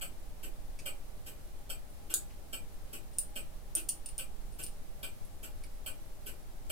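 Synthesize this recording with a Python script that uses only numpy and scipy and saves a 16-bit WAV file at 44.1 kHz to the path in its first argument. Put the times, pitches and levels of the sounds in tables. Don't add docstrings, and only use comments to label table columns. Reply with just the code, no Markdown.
import sys
import numpy as np
from scipy import signal
from scipy.fft import rfft, irfft, next_fast_len
from scipy.io import wavfile

SR = 44100
rng = np.random.default_rng(int(sys.argv[2]) if len(sys.argv) > 2 else 0)


def wav_out(sig):
    wavfile.write(sys.argv[1], SR, np.round(np.clip(np.atleast_2d(sig).T, -1, 1) * 32767).astype(np.int16))


def nominal_scale(level):
    x = np.asarray(level, float) / 20
    return 10 ** x


N = 295911
SIZE = next_fast_len(N, real=True)


def rms_one(x):
    return x / np.sqrt(np.mean(x ** 2) + 1e-20)


def at_hz(points, hz):
    table_hz, value = np.array(points)[:, 0], np.array(points)[:, 1]
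    return np.interp(np.log(np.maximum(hz, 1)), np.log(table_hz), value)


def resonance(x, hz, width):
    r = np.exp(-np.pi * np.clip(width, 2, 9000) / SR)
    zeros = [(1 - r * r) / 2, 0, (r * r - 1) / 2]
    poles = [1, -2 * r * np.cos(2 * np.pi * hz / SR), r * r]
    return signal.lfilter(zeros, poles, x)


def struck(blow, hz, width):
    ring = resonance(blow, hz, width)
    return ring * np.sqrt(np.pi * abs(width) / SR / np.sum(ring ** 2))


def coloured(white, spectrum):
    size = white.shape[-1]
    hz = np.arange(size // 2 + 1) * SR / size
    return irfft(rfft(white) * nominal_scale(at_hz(spectrum, hz)), size)


def drift(rate):
    knots = rng.standard_normal(400)
    return np.interp(np.arange(N) / SR * rate, np.arange(400), knots)


def add(track, s, sound):
    at = max(round(s * SR), 0)
    track[at:at + len(sound)] += sound[:N - at]


# frequency in Hz, left-right likeness from 0 to 1.
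EAR_LIKENESS = [(10, 0.63), (100, 0.045), (600, 0.32), (1500, 0.0095), (16000, 0.019)]


def floor(spectrum, level_db, patchy_db):
    mid, side = rfft(coloured(rng.standard_normal((2, SIZE)), spectrum))
    hz = np.arange(len(mid)) * SR / SIZE
    alike = np.clip(at_hz(EAR_LIKENESS, hz), 0, 1)
    common = np.sqrt(1 + alike) * mid
    opposed = np.sqrt(1 - alike) * side * [[1], [-1]]
    ears = irfft(common + opposed, SIZE)[:, :N]
    return nominal_scale(level_db + patchy_db * drift(22)) * rms_one(ears)


# frequency in Hz, density in dB per Hz.
AIR_HISS = [(530, -58), (900, -1), (1170, -0.5), (1320, -2), (2030, -4.5), (2980, -6.5), (4060, -7),
            (6180, -8.5), (6960, -8.5), (10000, -6.5), (14800, -9), (16000, -12)]
# frequency in Hz, density in dB per Hz.
BUILDING_RUMBLE = [(9, -36), (14, -4), (17.5, 2.5), (22, -2), (30, -9), (43, -13.5), (76, -19), (193, -28),
                   (259, -30.5), (396, -32), (533, -33.5), (816, -35), (900, -40), (1300, -74)]
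# frequency in Hz, width in Hz, level in dB.
FAN_MODES = [(593.3, 8.8, -69.5), (815, 6.2, -72)]


def background():
    sway_spectrum = [(1, 1.0), (4, -11.5), (9, -7), (12, -18.5), (30, -84)]   # Hz, dB
    sway = coloured(rng.standard_normal((2, SIZE)), sway_spectrum)[:, :N]
    out = nominal_scale(-44.5) * rms_one(sway + 0.09 * sway[0])
    for hz, width, db in FAN_MODES:
        out += nominal_scale(db) * rms_one(resonance(rng.standard_normal((2, N)), hz, width))
    hiss = floor(AIR_HISS, level_db=-60.5, patchy_db=0.35)
    rumble = floor(BUILDING_RUMBLE, level_db=-45, patchy_db=0.58)
    return out + hiss + rumble


# frequency in Hz, time to fall 60 dB in seconds.
REVERB_TIME = [(300, 0.46), (1000, 0.22), (3000, 0.2), (8000, 0.17), (15000, 0.18)]


def room(rise_s):
    ring = 16384
    t, out = np.arange(ring) / SR, 0
    edges = np.geomspace(150, 19000, 12)
    for low, high in zip(edges, edges[1:]):
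        band_filter = signal.butter(2, [low, high], "band", fs=SR, output="sos")
        band = signal.sosfilt(band_filter, rng.standard_normal((2, ring)))
        out = out + band * nominal_scale(-60 * t / at_hz(REVERB_TIME, np.sqrt(low * high)))
    out = out * (1 - np.exp(-t / rise_s)) ** 2
    return out / np.sqrt(np.sum(out ** 2, axis=1, keepdims=True))


def reverberant(source, rise_s):
    return signal.fftconvolve(source[None], room(rise_s), axes=1)[:, :N]


# frequency in Hz, width in Hz, dB on a tick, dB on a tock.
CASE_MODES = [(290, 160, -5, -10.5), (578, 106, -1.1, -3.5), (1300, 140, -14, -34), (1460, 150, -4.5, -3),
              (2378, 55, 4.5, -1), (2417, 43, 0.3, -0.5), (2844, 62, 4.5, 6), (3068, 80, 5.5, 1.5),
              (4444, 130, -2, -8), (4970, 530, -14, -11)]
# frequency in Hz, width in Hz, dB on a tick, dB on a tock.
MOVEMENT_MODES = [(8038, 53, 14, 8), (8750, 220, -20, -29), (8840, 170, -4, -19), (10200, 150, -17, -2),
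                  (11130, 120, -17, 3.5), (11800, 320, -13, 3.7), (12630, 190, 1.5, 4.5),
                  (13900, 190, 0.1, -3), (13700, 290, -12, -13), (14700, 250, -22, -22)]


def escapement(beats, side, rattle, contacts, rattle_db, lead_s):
    size = 8192
    contact_s = 0.00066
    scatter_s, scatter_db = 0.0012, 1.1
    out, t = np.zeros(N), np.arange(size) / SR
    for s, peak_db in beats:
        clicks = np.zeros(size) + 1e-18
        for delay, db in contacts:
            since = t - abs(delay + (delay > 0) * rng.normal(0, scatter_s))
            chatter = (since >= 0) * np.exp(-abs(since) / contact_s)
            clicks += nominal_scale(db) * rng.standard_normal(size) * chatter
        swell = (1 - np.exp(-t / 0.0082)) ** 2 * np.exp(-t / 0.0078)
        burst = coloured(rng.standard_normal(size), rattle) * swell
        beat = nominal_scale(rattle_db) * rms_one(burst) / np.sqrt(size)
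        for hz, width, *drive_db in CASE_MODES + MOVEMENT_MODES:
            mode_db = drive_db[side == "tock"] + 30 + rng.normal(0, scatter_db)
            beat += nominal_scale(mode_db) * struck(clicks, hz, width)
        add(out, s - lead_s, nominal_scale(peak_db) * beat)
    return out


# start in seconds, peak level in dB.
TICK_BEATS = [
    (0.0158, -33.5),
    (0.861, -33),
    (1.698, -34.5),
    (2.532, -34),
    (3.3605, -34),
    (4.1909, -34.5),
    (5.033, -35.5),
    (5.8657, -34),
    (6.7002, -33),
]
# start in seconds, peak level in dB.
TOCK_BEATS = [
    (0.4341, -42),
    (1.266, -43),
    (2.1026, -39),
    (2.9329, -40.5),
    (3.7652, -36.5),
    (4.5917, -41),
    (5.4345, -42),
    (6.267, -40.5),
]
# frequency in Hz, density in dB per Hz.
TICK_NOISE = [(180, -11), (300, -16.5), (930, -20.5), (1280, -2), (1800, -38), (2400, -1), (2610, -2.5),
              (3400, -22.5), (5900, -20.5), (8220, -10.5), (9710, -6.5), (14200, -13.5), (15600, -42)]
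# frequency in Hz, density in dB per Hz.
TOCK_NOISE = [(180, -18), (300, 1), (930, -16), (1430, -6.5), (2140, -18.5), (2400, -7), (2790, -0.5),
              (3580, -15.5), (7200, -11.5), (7950, 0), (9550, -12), (13800, -10), (15600, -42)]
# delay in seconds, level in dB.
TICK_STEPS = [
    (0, -7.5),
    (.004, 0),
    (.012, -4.5),
    (.022, -17),
    (.036, -29),
]
# delay in seconds, level in dB.
TOCK_STEPS = [
    (0, -6),
    (.004, 0.5),
    (0.014, -12),
    (0.026, -3),
    (.036, -26),
]


def clock():
    beats = escapement(TICK_BEATS, "tick", TICK_NOISE, TICK_STEPS, rattle_db=17.0, lead_s=0.004)
    beats += escapement(TOCK_BEATS, "tock", TOCK_NOISE, TOCK_STEPS, rattle_db=23.0, lead_s=0.005)
    far = reverberant(beats, rise_s=0.0013) * nominal_scale(1.2)
    direct = np.array([np.roll(beats, shift=13), beats])
    return far + direct * nominal_scale([[-4.5], [-3]])


# delay in seconds, level in dB.
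EARLY_ECHOES = [
    [(.0041, -22), (.0078, -25), (.0115, -30)],
    [(.0044, -3.5), (.0071, -14), (.0123, -11)],
]


def bench(work):
    out = work * nominal_scale([[-0.4], [0.4]])
    for ear, echoes in enumerate(EARLY_ECHOES):
        for s, db in echoes:
            out[ear] += nominal_scale(db) * np.roll(work, round(s * SR))
    return out


def steel(events, body):
    size = 2048
    out, t = np.zeros(N), np.arange(size) / SR
    for s, peak_db, chatter_s, bright_db, ring_db in events:
        uneven = nominal_scale(3.3 * rng.standard_normal(size))
        grains = rng.standard_normal(size) * uneven * np.exp(-t / max(chatter_s, 1e-4))
        blow = 0
        for k, (hz, width, db) in enumerate(body):
            part_db = bright_db * np.log2(hz / 9000) + ring_db * (8700 < hz < 9900)
            gain = nominal_scale(db + part_db + rng.normal(0, 0.24))
            blow = blow + (-1) ** k * gain * struck(grains + 1e-18, hz, width)
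        add(out, s, nominal_scale(peak_db + 17.0) * blow)
    return out


# start in seconds, peak in dB, chatter length in seconds,
# brightness in dB per octave, strength of the 9 kHz ring in dB.
PLATE_CLINKS = [(1.903, -49, .001, 1.9, -1), (3.131, -42, .03, -12, 1), (3.1815, -42, 0.002, -11, 9),
                (3.1848, -15, 0.0006, -3.5, 6), (3.7516, -14, .0004, -1, 5), (3.8865, -23, 0.0023, -5, 0),
                (3.8902, -13.5, 0.0008, -6.5, 1), (4.0595, -27.5, 0.0017, -10.5, 6),
                (4.087, -32, 0.0024, -10, 3), (4.1802, -24.5, 0.00018, -6, 5.5),
                (4.522, -44, 0.029, -13, 3), (4.6285, -27, 0.0012, -2.5, -3),
                (4.6365, -23, 0.0014, -7.5, 2), (4.643, -29, 0.00091, 2, -4),
                (4.6645, -31.5, 0.0007, -13, 3)]
# the same five columns, in s, dB, s, dB per octave and dB.
BOSS_CLINK = [
    (2.1398, -8.5, 0.0004, 0.94, 0.1),
]
# the same five columns, in s, dB, s, dB per octave and dB.
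SCREW_TOUCHES = [
    (.789, -37.5, 0.0053, -6, -9),
    (.798, -40, 0.003, -4, -9),
    (2.3, -59, 0.012, -14, -9),
    (5.25, -44.5, .005, 13, -9),
    (5.636, -41.5, 0.0081, -7, -3),
]
# frequency in Hz, width in Hz, level in dB.
PLATE_MODES = [(2800, 350, -25), (3700, 530, -25.5), (4620, 490, -19.5), (5270, 260, -13), (7600, 920, -9),
               (7900, 350, -1.5), (8720, 280, -3), (8940, 120, -2), (9160, 190, 6), (9660, 270, 0),
               (10600, 990, -10.5), (11300, 330, -7.5), (13800, 690, -3.5), (14400, 1300, -28)]
# frequency in Hz, width in Hz, level in dB.
BOSS_MODES = [(1530, 140, -10.5), (2780, 350, -24), (3400, 820, -12), (5500, 950, -16.5), (6820, 255, 0.5),
              (7980, 380, 4.5), (8400, 660, -0.5), (10130, 620, -2), (11600, 930, -5.5), (14000, 1100, -13),
              (15200, 950, -13)]
# frequency in Hz, width in Hz, level in dB.
SCREW_MODES = [(2370, 730, -9.5), (3580, 1000, -13.5), (4850, 700, -4), (8400, 1200, -1), (9700, 910, 9),
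               (12000, 3000, -11)]


def key_and_screw():
    work = steel(PLATE_CLINKS, PLATE_MODES)
    work += steel(BOSS_CLINK, BOSS_MODES)
    work += steel(SCREW_TOUCHES, SCREW_MODES)
    return reverberant(work, rise_s=0.00067) * nominal_scale(1.5) + bench(work)


def scene():
    return background() + clock() + key_and_screw()


def top_cut(x):
    return signal.sosfilt(signal.butter(12, 15930, fs=SR, output="sos"), x)


def record(dry):
    low_pass = signal.ellip(10, 0.5, 60, 15930, fs=SR, output="sos")
    mix = signal.sosfilt(low_pass, dry) - 0.0005
    return top_cut(mix)


dry = scene()
out = record(dry)
wav_out(out)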